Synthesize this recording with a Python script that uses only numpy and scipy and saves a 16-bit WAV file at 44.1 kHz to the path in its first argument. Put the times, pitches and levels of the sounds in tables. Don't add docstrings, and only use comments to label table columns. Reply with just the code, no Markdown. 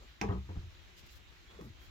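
import sys
import numpy as np
from scipy import signal
from scipy.fft import rfft, irfft, next_fast_len
from scipy.io import wavfile
from scipy.ndimage import uniform_filter1d

SR = 44100
rng = np.random.default_rng(int(sys.argv[2]) if len(sys.argv) > 2 else 0)


def natural_amplitude(level_db):
    exponent = np.asarray(level_db, float) / 20
    return 10 ** exponent


def store_pcm(level_fs):
    pcm = np.round(np.clip(level_fs, -1, 1) * 32767).astype(np.int16)
    wavfile.write(sys.argv[1], SR, np.atleast_2d(pcm).T)


N = 83790


def read(points, hz):
    f, value = np.transpose(points)
    return np.interp(np.log(hz + 1), np.log(f + 1), value)


def evened(x):
    return x / np.sqrt(np.mean(x ** 2) + 1e-30)


def add(mix, start_s, sound):
    part = mix[..., round(start_s * SR):][..., :sound.shape[-1]]
    part += sound[..., :part.shape[-1]]


def sided(left_right_db):
    return natural_amplitude([[left_right_db / 2], [-left_right_db / 2]])


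def coloured(x, points, treble_db=0.):
    hz = np.fft.rfftfreq(1024, 1 / SR)
    tilt_db = treble_db * np.log2(np.maximum(hz / 3000, 1)) / 2
    gain = natural_amplitude(read(points, hz) + tilt_db) * (hz > points[0][0] / 2)
    taps = np.roll(irfft(gain), 512) * np.hanning(1024)
    return signal.oaconvolve(x, taps[None] / np.linalg.norm(taps), "same", axes=1)


def drifting_noise(points, db, size):
    # hz, correlation
    likeness = [(30, -0.54), (130, 0.78), (290, 0.6), (640, -0.034), (1400, 0.08), (3100, 0.043),
                (7000, 0.17)]
    patchy_db, swell_db = 1.2, .7
    frames, hz = 4 * N // size + 5, np.fft.rfftfreq(size, 1 / SR)
    a, b, c, d, patches = rng.standard_normal((frames, len(hz), 5)).T
    swell = evened(uniform_filter1d(patches[0], size=24))
    patches = uniform_filter1d(patches, size=12, axis=0)
    patches = evened(uniform_filter1d(patches, size=20, axis=1))
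    same = np.clip(read(likeness, hz), -1, 1)[:, None]
    left = a + 1j * b
    right = same * left + np.sqrt(1 - same ** 2) * (c + 1j * d)
    gain_db = read(points, hz)[:, None] + patchy_db * patches + swell_db * swell
    z = np.array([left, right]) * natural_amplitude(gain_db)
    noise = signal.istft(z, nperseg=size, noverlap=size * 3 // 4)[1][:, :N]
    return natural_amplitude(db) * evened(noise)


def hiss():
    # hz, level_db
    hiss_spectrum = [(6000, -1.5), (9000, -6), (11300, -9), (12300, 2), (15700, -1)]
    return drifting_noise(hiss_spectrum, -78.5, size=512)


def rumble():
    # hz, level_db
    rumble_spectrum = [(12, -31), (24, -6.5), (59, 1.5), (177, -25), (311, -25), (344, -16), (400, -26.5),
                       (520, -51), (880, -120)]
    return drifting_noise(rumble_spectrum, -59.5, size=2048) * sided(4.5)


def outdoor_air():
    # hz, level_db
    air_spectrum = [(150, -5), (360, -9.5), (800, -9.5), (2000, -6.5), (4000, -8.5), (4600, -14),
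                    (7400, -19), (8300, -33)]
    return drifting_noise(air_spectrum, -61.5, size=512) * sided(-1)


def birds():
    # start_s, length_s, from_hz, to_hz, level_db
    whistles = [
        (1.087, 0.091, 4070, 4050, -69),
        (1.212, 0.106, 3750, 3738, -72),
        (1.269, 0.03, 4900, 4760, -74),
        (1.361, .11, 4180, 4050, -72.5),
        (1.462, .09, 3250, 3490, -65),
        (1.526, 0.128, 3470, 3340, -68),
        (1.754, .13, 3100, 3300, -68),
    ]
    waver_hz, blur_share = 30, .3
    out, chance = np.zeros(N), rng.standard_normal((12, 2, SR // 4))
    for (start_s, length_s, from_hz, to_hz, db), (waver, blur) in zip(whistles, chance):
        u = np.arange(0, 1, 1 / (SR * length_s))
        waver = evened(uniform_filter1d(waver, size=300))[:len(u)]
        hz = from_hz + (to_hz - from_hz) * u + waver_hz * waver
        level = 1 + blur_share * evened(uniform_filter1d(blur, size=400))[:len(u)]
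        whistle = np.sin(2 * np.pi * np.cumsum(hz) / SR)
        add(out, start_s, natural_amplitude(db) * np.sin(np.pi * u) * level * whistle)
    return out * sided(-5)


def rustles():
    # start_s, length_s, level_db, treble_db, left_right_db
    strokes = [
        (0.961, 0.064, -58.5, -4.5, 0.5),
        (1.1, 0.1, -72.5, 16, 6),
        (1.059, 0.026, -64.5, 4.5, 7),
        (1.083, 0.03, -61.5, -12, -4.5),
        (1.101, 0.057, -64, 0, 1),
        (1.15, 0.04, -63.5, 2, 6),
        (1.79, 0.11, -67, 7, -3),
        (1.605, 0.1, -68, 5, 0),
    ]
    # hz, level_db
    cloth_spectrum = [(800, -44), (1900, -7), (4700, -5), (7300, -8.5), (8300, -19), (11300, -17),
                      (12300, -12), (15700, -14)]
    grains_per_s, spread_db = 8000, 2.2
    out = np.zeros((2, N))
    grains = rng.standard_normal((2, N)) * natural_amplitude(spread_db * rng.exponential(1, N))
    grains = grains * (rng.random(N) < grains_per_s / SR)
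    grains = evened(grains + .5 * rng.standard_normal((2, N)))
    for start_s, length_s, db, treble_db, pan_db in strokes:
        part = grains[:, round(start_s * SR):][:, :round(length_s * SR)]
        u = np.arange(part.shape[1]) / (length_s * SR)
        stroke = np.sin(np.pi * u ** .7) ** 1.1
        add(out, start_s, natural_amplitude(db) * sided(pan_db) * stroke * coloured(part, cloth_spectrum, treble_db))
    return out


def scuffs():
    # start_s, length_s, level_db
    rubs = [
        (0.0, 0.081, -61.5),
        (1.488, 0.11, -62.5),
        (1.581, 0.13, -60.5),
    ]
    # hz, level_db
    scuff_spectrum = [(120, -9), (400, 0), (700, -9.5), (1300, -6), (2000, -35.5)]
    out, noise = np.zeros(N), coloured(rng.standard_normal((1, N)), scuff_spectrum)[0]
    for start_s, length_s, db in rubs:
        part = noise[round(start_s * SR):][:round(length_s * SR)]
        add(out, start_s, natural_amplitude(db) * part * np.sin(np.pi * np.linspace(0, 1, len(part)) ** .7))
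    return out


def rings(rows):
    peak_share, roundness = 0.21, 0.51
    out = np.zeros(N)
    for start_s, hz, db, length_s in rows:
        t = np.arange(0, 2 * length_s, 1 / SR)
        u = t / (peak_share * length_s)
        swell = (u * np.exp(1 - u)) ** roundness
        fade = np.cos(np.pi * t / 4 / length_s)
        add(out, start_s, natural_amplitude(db) * swell * fade * np.sin(2 * np.pi * hz * t))
    return out


def knocks():
    # start_s, pitch_hz, peak_db, length_s
    knock_rows = [(.001, 50.4, -52, 0.052), (.055, 55, -50, 0.08), (.09, 144, -67, 0.054),
                  (.2875, 1710, -43, 0.0056), (1.545, 63.7, -51, .05), (1.597, 512, -49, .012),
                  (1.645, 294, -49.5, 0.014), (.319, 3196, -55, 0.014), (1.035, 89.5, -49.5, 0.012),
                  (1.2, 470, -61.5, 0.0045), (1.4, 64, -79, 0.13), (1.565, 190.4, -56.5, 0.05),
                  (1.590, 413, -42, 0.012), (1.605, 59.6, -50, 0.098), (1.6085, 184, -42.5, 0.013),
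                  (1.6105, 1086, -50.5, 0.0067), (1.621, 320, -45, 0.0091), (1.626, 465, -56, 0.011),
                  (1.64, 124, -47, 0.073), (1.6625, 198, -44, 0.009), (1.626, 169, -48, 0.014),
                  (1.703, 110, -52, 0.0068), (1.663, 367, -58, 0.032), (1.672, 220, -50, 0.024),
                  (1.692, 92, -49, 0.037), (1.7, 314, -59.5, 0.026), (1.778, 62.3, -54, 0.14)]
    return rings(knock_rows)


def booms():
    # start_s, pitch_hz, peak_db, length_s
    boom_rows = [(.2165, 205, -35.5, 0.094), (.228, 57.7, -39, 0.095), (.2445, 101, -37, 0.028),
                 (.2883, 97.3, -25.5, 0.038), (.2135, 142, -38.5, 0.023), (.214, 371, -41, 0.029),
                 (.221, 786, -42.5, .018), (.2945, 1053, -42, .014), (.35, 370, -46, .02),
                 (.494, 401, -50.5, .03), (.298, 266, -43, 0.048), (.306, 184, -35, 0.033),
                 (.378, 68.7, -33.5, 0.026), (.325, 121, -47.5, 0.15), (.3275, 65.56, -35.5, 0.13),
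                 (.345, 192.3, -39, 0.0566), (.398, 93.4, -53, 0.42), (.4875, 90.74, -37.5, 0.11),
                 (.4985, 186, -44.5, 0.045), (.559, 86.8, -36.5, 0.083), (.5655, 42.7, -34.5, 0.039),
                 (.572, 142, -40.5, 0.03), (.562, 190, -46.5, 0.033), (.557, 299, -54, 0.027),
                 (.6335, 93.8, -40, 0.036), (.668, 90.3, -42.5, 0.038), (.735, 62.6, -56.5, 0.027),
                 (.775, 58, -54, 0.017)]
    return rings(boom_rows)


def yard(x):
    # hz, t60_s
    decay = [(500, 0.18), (1700, 0.18), (4000, 0.14), (10000, 0.19)]
    hz, t, z = signal.stft(rng.standard_normal((2, SR // 2)), SR, nperseg=128)
    z = z * natural_amplitude(-60 * t / read(decay, hz)[:, None]) * (hz > 300)[:, None]
    tail = signal.istft(z, SR, nperseg=128)[1]
    return natural_amplitude(-3.5) * signal.fftconvolve(x, tail / np.linalg.norm(tail[0]), axes=1)[:, :N]


def cracks():
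    # start_s, level_db, length_ms, treble_db
    slaps = [
        (.107, -76, 1.5, 11),
        (0.2065, -62, 7.7, -11),
        (0.2134, -35.5, 8, 7.5),
        (0.2256, -70, 4.8, 2),
        (.289, -58, 9, -4),
        (.3825, -60, 2.4, 29),
        (1.611, -58.5, 5.1, 22),
        (.2168, -37, 4.4, -7),
    ]
    # hz, level_db
    crack_spectrum = [(400, -46), (1100, -12.5), (2200, 5), (3200, -7), (4800, -12.5), (6200, -13.5),
                      (7800, -30.5), (15700, -39.5)]
    out, noise = np.zeros((2, N)), rng.standard_normal((20, 2, 2048))
    t = (np.arange(2048) - 600) / SR
    for (start_s, db, length_ms, treble_db), n in zip(slaps, noise):
        rise = np.clip(t / 0.00031, 0, 1)
        fall = natural_amplitude(-20 * np.clip(1000 * t / length_ms, 0, 3) ** 0.9)
        burst = rise * fall * (0.98 * n[:1] + n) * sided(-7.5)
        add(out, start_s + t[0], natural_amplitude(db) * coloured(burst, crack_spectrum, treble_db))
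    return out


def shell():
    # start_s, force_db, contact_ms
    contacts = [(0.2134, -3, 0.39), (0.2172, -3.5, 0.56), (0.2217, -8.5, 0.55), (0.2259, -5, 0.41),
                (.232, -1, 0.74), (0.248, -15.5, 0.5), (0.264, -11, 1.4), (0.276, -6.5, 0.95),
                (0.2882, -8, 0.37), (0.2946, -4.5, 0.67), (.308, -6, 0.48), (.327, -9.5, 0.64),
                (0.345, -24, 1), (.360, -12.5, 1.2), (0.383, -12, 4.1), (0.4898, -15, 0.62),
                (0.5, -12.5, 1.1), (.512, -13, 2.1), (0.528, -19.5, 1.23), (0.5562, -17, 0.59),
                (0.56, -16, 0.88), (0.569, -20, 0.9), (.59, -24, 3.3), (.301, -10.5, 0.38), (.318, -9, .6),
                (0.337, -22, 0.4), (.352, -12.5, 0.73), (.369, -18, 0.65), (.239, -9.5, 0.46)]
    # pitch_hz, level_db
    modes = [(190, -4.5), (272, -15), (360, -8.5), (415, -10), (500, -12), (590, -21), (700, -10.5),
             (835, -6.5), (980, -4), (1130, 1), (1270, -8.5), (1850, -2), (2350, -7), (2750, -0.5)]
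    spot_db = 2.5
    spread, neighbour_db, stiff_hz = .1, 4, 230
    far_port = .5
    ring_s, ring_slope = .37, 1.25
    out, t = np.zeros((2, N)), np.arange(SR // 3) / SR
    hz, db = np.transpose(modes)[:, :, None]
    t60_s = ring_s * (hz[0] / hz) ** ring_slope
    dying = natural_amplitude(db - 60 * t / t60_s)
    spots = rng.standard_normal((30, 5, len(modes)))
    sides = [[1], [far_port]], [[far_port], [1]]
    for (start_s, force_db, contact_ms), (spot, *near) in zip(contacts, spots):
        ring = natural_amplitude(spot_db * spot) @ (dying * np.sin(2 * np.pi * hz * t))
        for (off, weight), side in zip((near[:2], near[2:]), sides):
            beside_hz = hz * (1 + spread * off[:, None])
            beside = np.sin(2 * np.pi * beside_hz * t) * (hz > stiff_hz)
            ring = ring + natural_amplitude(neighbour_db) * np.array(side) * (weight @ (dying * beside))
        push = np.sin(np.pi * np.arange(0, 1, 1000 / (SR * max(contact_ms, .05)))) + 1e-3
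        add(out, start_s, natural_amplitude(force_db) * signal.oaconvolve(ring, push[None] / push.sum(), axes=1))
    return natural_amplitude(-37.5) * out


def ports(x):
    # hz, left_right_db
    side_db = [(60, .9), (200, .6), (700, 5), (1300, 2), (4400, -3.5), (15000, -.5)]
    # hz, left_lead_rad
    lead_rad = [(30, .6), (80, .45), (200, .25), (400, 1.1), (800, 1.7), (1550, 1.9), (3400, 1.5),
                (5800, -1.5)]
    size = next_fast_len(N + 4096)
    hz = np.fft.rfftfreq(size, 1 / SR)
    half = natural_amplitude(read(side_db, hz) / 2) * np.exp(.5j * read(lead_rad, hz))
    return irfft(rfft(x, size) * np.array([half, 1 / half]), size)[:, :N]


def scene():
    floor = outdoor_air() + rumble() + hiss()
    low = ports(booms() + knocks() + scuffs())
    hard = ports(shell()) + cracks()
    return floor + birds() + rustles() + low + hard + yard(hard)


def top_cut(x):
    return signal.sosfilt(signal.butter(12, 15800, fs=SR, output="sos"), x)


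def record(dry):
    cut = signal.sosfilt(signal.butter(2, 24, "high", fs=SR, output="sos"), dry)
    return top_cut(cut)


dry = scene()
out = record(dry)
store_pcm(out)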